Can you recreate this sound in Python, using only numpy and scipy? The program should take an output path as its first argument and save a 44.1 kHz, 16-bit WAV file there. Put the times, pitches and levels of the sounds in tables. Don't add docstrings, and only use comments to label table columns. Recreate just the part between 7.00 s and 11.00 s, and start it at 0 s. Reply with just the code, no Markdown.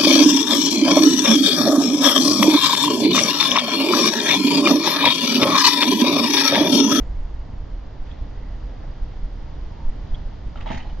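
import sys
import numpy as np
from scipy import signal
from scipy.fft import rfft, irfft
from scipy.io import wavfile
from scipy.ndimage import uniform_filter1d

SR = 44100
rng = np.random.default_rng(int(sys.argv[2]) if len(sys.argv) > 2 else 0)


def output_pcm(signal):
    pcm = np.clip(np.atleast_2d(signal).T, -1, 1) * 32767
    wavfile.write(sys.argv[1], SR, np.round(pcm).astype(np.int16))


N = 176400

# (t/s, then level/dB of thud, frame ring, clank, chain sizzle)
BLOWS = [(3.557, -36, -39.5, -46.5, -66), (3.571, -32.5, -44, -45.5, -59), (3.604, -45, -42, -47.5, -64),
         (3.620, -46, -41.5, -46, -57.5), (3.659, -45, -34, -40.5, -64), (3.6655, -34, -28, -41.5, -64),
         (3.6715, -49, -43, -37.5, -54), (3.686, -40, -37, -36.5, -58), (3.7006, -17.5, -27.5, -36, -55),
         (3.709, -23.5, -24.5, -37.5, -58), (3.716, -29.5, -28.5, -36.5, -42.5),
         (3.729, -26.5, -42, -35.5, -44), (3.742, -30, -34, -38.5, -44), (3.756, -32.5, -40, -45, -55),
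         (3.772, -42, -38, -41.5, -44), (3.793, -44, -57, -51, -66), (3.802, -45, -55, -44, -62),
         (3.827, -42, -50, -51, -65), (3.842, -38, -43, -53, -67), (3.866, -36, -43, -51, -67),
         (3.893, -48, -48, -48, -67), (3.922, -30, -46, -59, -64)]
# (low f/Hz, high f/Hz, level/dB, decay/s, left-right correlation, left minus right/dB)
CONTACT_BANDS = [(90, 330, -9, 0.0092, 0.75, -1.5), (508, 1016, 1.5, 0.0052, 0.3, -1.5),
                 (1090, 3340, -1.5, 0.012, 0.94, -1.5), (3730, 6500, -5.5, 0.017, .25, -4.5)]
# (f/Hz, level/dB, t60/s, left minus right/dB, left lead/rad)
FRAME_MODES = [(141.8, -2, 0.16, -2.5, -1), (245.5, -11, 0.33, 1, 0.5), (651, -9, 0.14, -13.5, -1),
               (775, -8.5, .2, -5.5, -2.2), (836, -6.5, 0.17, 4.5, -1.8), (902.5, -2.5, 0.19, -2.5, -1.3),
               (1259, -7.5, .1, 7.5, 1), (1680, -12.5, .2, -1, -0.5), (1883, -9, 0.18, -2, -0.5),
               (2060, -10, 0.18, 3, -1), (2284, -23, .18, -1, 1), (2550, -22, .18, 0, 0),
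               (2780, -15.5, 0.18, -2, -0.5), (3084, -9.5, 0.2, 3, 1.4), (3746, -12.5, 0.13, -15, 7.5),
               (4220, -13, 0.4, -7, 2.7), (6140, -12, 0.19, -8, 3.5)]
def clatter(t):
    out = np.zeros((2, N))
    for k, (lo, hi, db, decay, likeness, pan_db) in enumerate(CONTACT_BANDS):
        power = np.zeros(N)
        for when, *levels in BLOWS:
            i = int(when * SR)
            age = t[:N - i]
            power[i:] += (undb(levels[k] + db) * attack(age) * np.exp(-age / decay)) ** 2
        rattle = unit(undb(2 * walk(rate_hz=597)))
        out += np.sqrt(power) * rattle * noise(band(lo, hi), likeness) * pan(pan_db)
    mode_db, scatter_db, detune = -3, 0.5, .014
    splits_hz = 1.15 * np.array(CONTACT_BANDS)[:-1, 1]
    shakes_rad = [.55 * walk(rate_hz=110) for _ in FRAME_MODES]
    for when, *levels in BLOWS:
        i = int(when * SR)
        age = t[:N - i]
        for (hz, db, t60, pan_db, lead), shake in zip(FRAME_MODES, shakes_rad):
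            size, turn, shift = rng.standard_normal(3)
            blow_db = levels[np.searchsorted(splits_hz, hz)]
            ring = undb(blow_db + db + mode_db + scatter_db * size) * attack(age) * fall(age, t60)
            phase = 2 * np.pi * hz * (1 + detune * shift) * age + np.pi * turn + shake[i:]
            out[:, i:] += pan(pan_db) * ring * stereo_sine(phase, lead)
    return out


# (t/s, f/Hz, level/dB, t60/s)
METAL_KNOCKS = [(3.5567, 1330, -31, 0.028), (3.568, 3090, -46.5, .07), (3.672, 3300, -35.5, .04),
                (3.775, 1945, -34, 0.074), (3.778, 4370, -57, 0.33), (3.802, 2960, -36.5, 0.041),
                (3.826, 3030, -40.5, 0.045), (3.846, 845, -42.5, .45), (3.856, 4170, -56.5, 0.22),
                (3.895, 3010, -50, 0.1)]
def loose_metal(t):
    out = 0
    for when, hz, db, t60 in METAL_KNOCKS:
        age = np.maximum(t - when, 0)
        phase = 2 * np.pi * hz * age + .6 * walk(rate_hz=450)
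        out += undb(db) * attack(age) * fall(age, t60) * np.sin(phase)
    return out


# (t/s, half length/s, centre f/Hz, width/Hz, level/dB)
RUBS = [(1.1, 0.037, 1920, 2200, -55), (1.116, .014, 3400, 500, -55.5), (1.19, .035, 3660, 1300, -63),
        (1.398, 0.088, 1975, 200, -63), (1.838, 0.012, 1700, 600, -53.5), (1.834, 0.017, 650, 450, -49),
        (2.79, 0.06, 905, 170, -51), (3.153, .004, 2700, 2970, -54.5), (3.597, .017, 1250, 353, -47.5),
        (3.613, .008, 2400, 1300, -47), (3.725, 0.026, 2000, 603, -44.5), (3.74, 0.021, 254, 70, -37),
        (3.799, .02, 2350, 800, -49)]
def scuffs(t):
    out = 0
    for when, length, hz, width, db in RUBS:
        spectrum = band(max(hz - width / 2, 50), hz + width / 2, order=2)
        out += undb(db) * pulse(t, when, length) * diffuse_noise(spectrum)
    grain = unit(undb(2.5 * walk(rate_hz=250)))
    return out * grain * pan(-1.5)


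# (t/s, half length/s, f/Hz, level/dB, phase roughness/rad)
CHIRPS_AND_CLINK = [(1.118, .011, 3420, -53.5, .8), (2.76, 0.018, 946, -52, .4),
                    (2.848, 0.037, 924, -53.5, .45), (3.1475, 0.0011, 3310, -35, .5),
                    (3.153, .003, 3380, -41.5, .5)]
def brake_and_clink(t):
    out = 0
    for when, length, hz, db, rough in CHIRPS_AND_CLINK:
        phase = 2 * np.pi * hz * t + rough * walk(rate_hz=900)
        out += undb(db) * pulse(t, when, length) * stereo_sine(phase, lead_rad=1.1)
    return out * pan(-3)


# (t/s, half length/s, level/dB)
TYRE_BUMPS = [(.538, 0.0011, -22.5)]
def tyre_bump(t):
    return -sum(undb(db) * pulse(t, when, length) for when, length, db in TYRE_BUMPS)


def house_fronts(source, t):
    tail_db, delay_s = -16, 0.021
    tail = diffuse_noise(band(200, 5600, order=1)) * fall(t, t60=0.49) * (t > delay_s)
    return undb(tail_db) * signal.fftconvolve(source, unit(tail) / np.sqrt(N), axes=1)[:, :N]


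# (f/Hz, relative level/dB)
AIR_SPECTRUM = [(8, -3.5), (20, 1), (32, 4.5), (58, -1), (85, -12.5), (130, -31.5), (300, -63)]
# (t/s, level/dB)
AIR_LEVEL = [(0, -22.5), (.2, -27.5), (.45, -29.5), (.7, -30), (1.1, -34), (1.5, -29.5), (1.8, -32),
             (2.3, -30.5), (2.6, -31), (2.9, -30.5), (3.3, -32), (3.7, -26.5), (4, -31)]
# (t/s, half length/s, level/dB)
AIR_BUFFETS = [(0.189, 0.0099, -19), (1.015, 0.01, -21), (1.221, 0.0047, -18), (2.029, 0.0063, -21),
               (2.247, 0.0096, -21.5), (2.413, 0.013, -25), (2.651, 0.0084, -26), (2.876, 0.013, -14),
               (3.131, 0.0082, -15), (3.268, 0.006, -20.5), (3.471, 0.0056, -18.5), (3.759, 0.0027, -22),
               (3.889, 0.0081, -21.5)]
def air(t):
    when, level_db = np.array(AIR_LEVEL).T
    out = noise(undb(over_hz(AIR_SPECTRUM)), likeness=1.0) * undb(np.interp(t, when, level_db))
    for when, length, db in AIR_BUFFETS:
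        u = (t - when) / length
        out -= undb(db) * u * np.exp((1 - u * u) / 2)
    return out * pan(-1.5)


# (f/Hz, relative level/dB)
TRAFFIC_SPECTRUM = [(40, -9), (80, -1), (120, -2), (200, -10), (290, -11), (380, -16.5), (500, -14.5),
                    (700, -18), (900, -19.5), (1200, -26), (1550, -29.5), (1950, -30), (2500, -36.5),
                    (3200, -34.5), (4100, -38), (4900, -38), (5700, -45), (6500, -47), (7400, -71.5)]
# (f/Hz, left minus right/dB)
TRAFFIC_BALANCE = [(60, -5), (200, 0), (500, -1.5), (800, -1.5), (1150, 2.5), (1800, -0.5), (2800, -0.5),
                   (4200, -0.5), (7000, -5)]
# (t/s, bass level/dB, treble level/dB)
TRAFFIC_DRIFT = [(0, 2, -1.5), (0.299, -2, 0.5), (.55, 1.5, 0), (1, 0.5, 1), (1.7, -1.5, 1),
                 (2.199, -0.5, 2), (2.8, -0.5, 2.5), (3.4, 2, 2), (4, 2, 2.5)]
def traffic(t):
    balance = over_hz(TRAFFIC_BALANCE)
    roar = diffuse_noise(undb(over_hz(TRAFFIC_SPECTRUM) + np.array([balance, -balance]) / 2))
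    bass = irfft(rfft(roar) * band(10, 260), N)
    treble = irfft(rfft(roar) * band(2900, 20000), N)
    middle = roar - bass - treble
    when, bass_db, treble_db = np.array(TRAFFIC_DRIFT).T
    bass *= undb(np.interp(t, when, bass_db) + walk(rate_hz=12))
    treble *= undb(np.interp(t, when, treble_db))
    level_db = -39.5 + .5 * walk(rate_hz=3.7)
    return (bass + middle + treble) * undb(level_db)


# (f/Hz, correlation)
PORT_LIKENESS = [(100, 0.91), (280, 0.76), (450, 0), (900, 0.33), (1400, 0.64), (2000, 1), (2300, 0.79),
                 (2700, 0.67), (4000, 0.058), (5600, 0.53), (6500, 0.12)]
def diffuse_noise(gain):
    return noise(gain, over_hz(PORT_LIKENESS))


def noise(gain, likeness):
    mid, side = rfft(rng.standard_normal((2, N)))
    c = np.clip(likeness, -1, 1)
    left_right = mid * np.sqrt(1 + c) + side * np.sqrt(1 - c) * np.array([[1], [-1]])
    return unit(irfft(gain * left_right, N))


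def band(lo_hz, hi_hz, order=3):
    f = np.fft.rfftfreq(N, 1 / SR) + 1
    off_centre = (f * f - lo_hz * hi_hz) / (f * (hi_hz - lo_hz))
    return 1 / np.sqrt(1 + off_centre ** (2 * order))


def over_hz(points):
    hz, value = np.array(points).T
    return np.interp(np.log(np.fft.rfftfreq(N, 1 / SR) + 1), np.log(hz), value)


def walk(rate_hz):
    k = max(int(SR / rate_hz), 2)
    steps = np.repeat(rng.standard_normal(N // k + 1), k)
    return unit(uniform_filter1d(steps, k)[:N])


def attack(age, rise_s=0.0014):
    return 1 - np.exp(-age / rise_s)


def fall(age, t60):
    return np.exp(-np.log(1000) * age / t60)


def pulse(t, when, half_length):
    return np.exp(-((t - when) / half_length) ** 2 / 2)


def stereo_sine(phase, lead_rad):
    return np.sin(phase + np.array([[lead_rad], [0]]))


def pan(db):
    return undb(np.array([[db], [-db]]) / 2)


def undb(db):
    return 10 ** (np.asarray(db) / 20)


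def unit(x):
    return x / np.sqrt(np.mean(x ** 2))


def scene():
    t = np.arange(N) / SR
    bicycle = clatter(t) + loose_metal(t) + tyre_bump(t) + scuffs(t) + brake_and_clink(t)
    return bicycle + house_fronts(bicycle, t) + traffic(t) + air(t)


def record(dry):
    return signal.sosfilt(signal.ellip(10, .2, 80, 7400, fs=SR, output="sos"), dry)


dry = scene()
out = record(dry)
output_pcm(out)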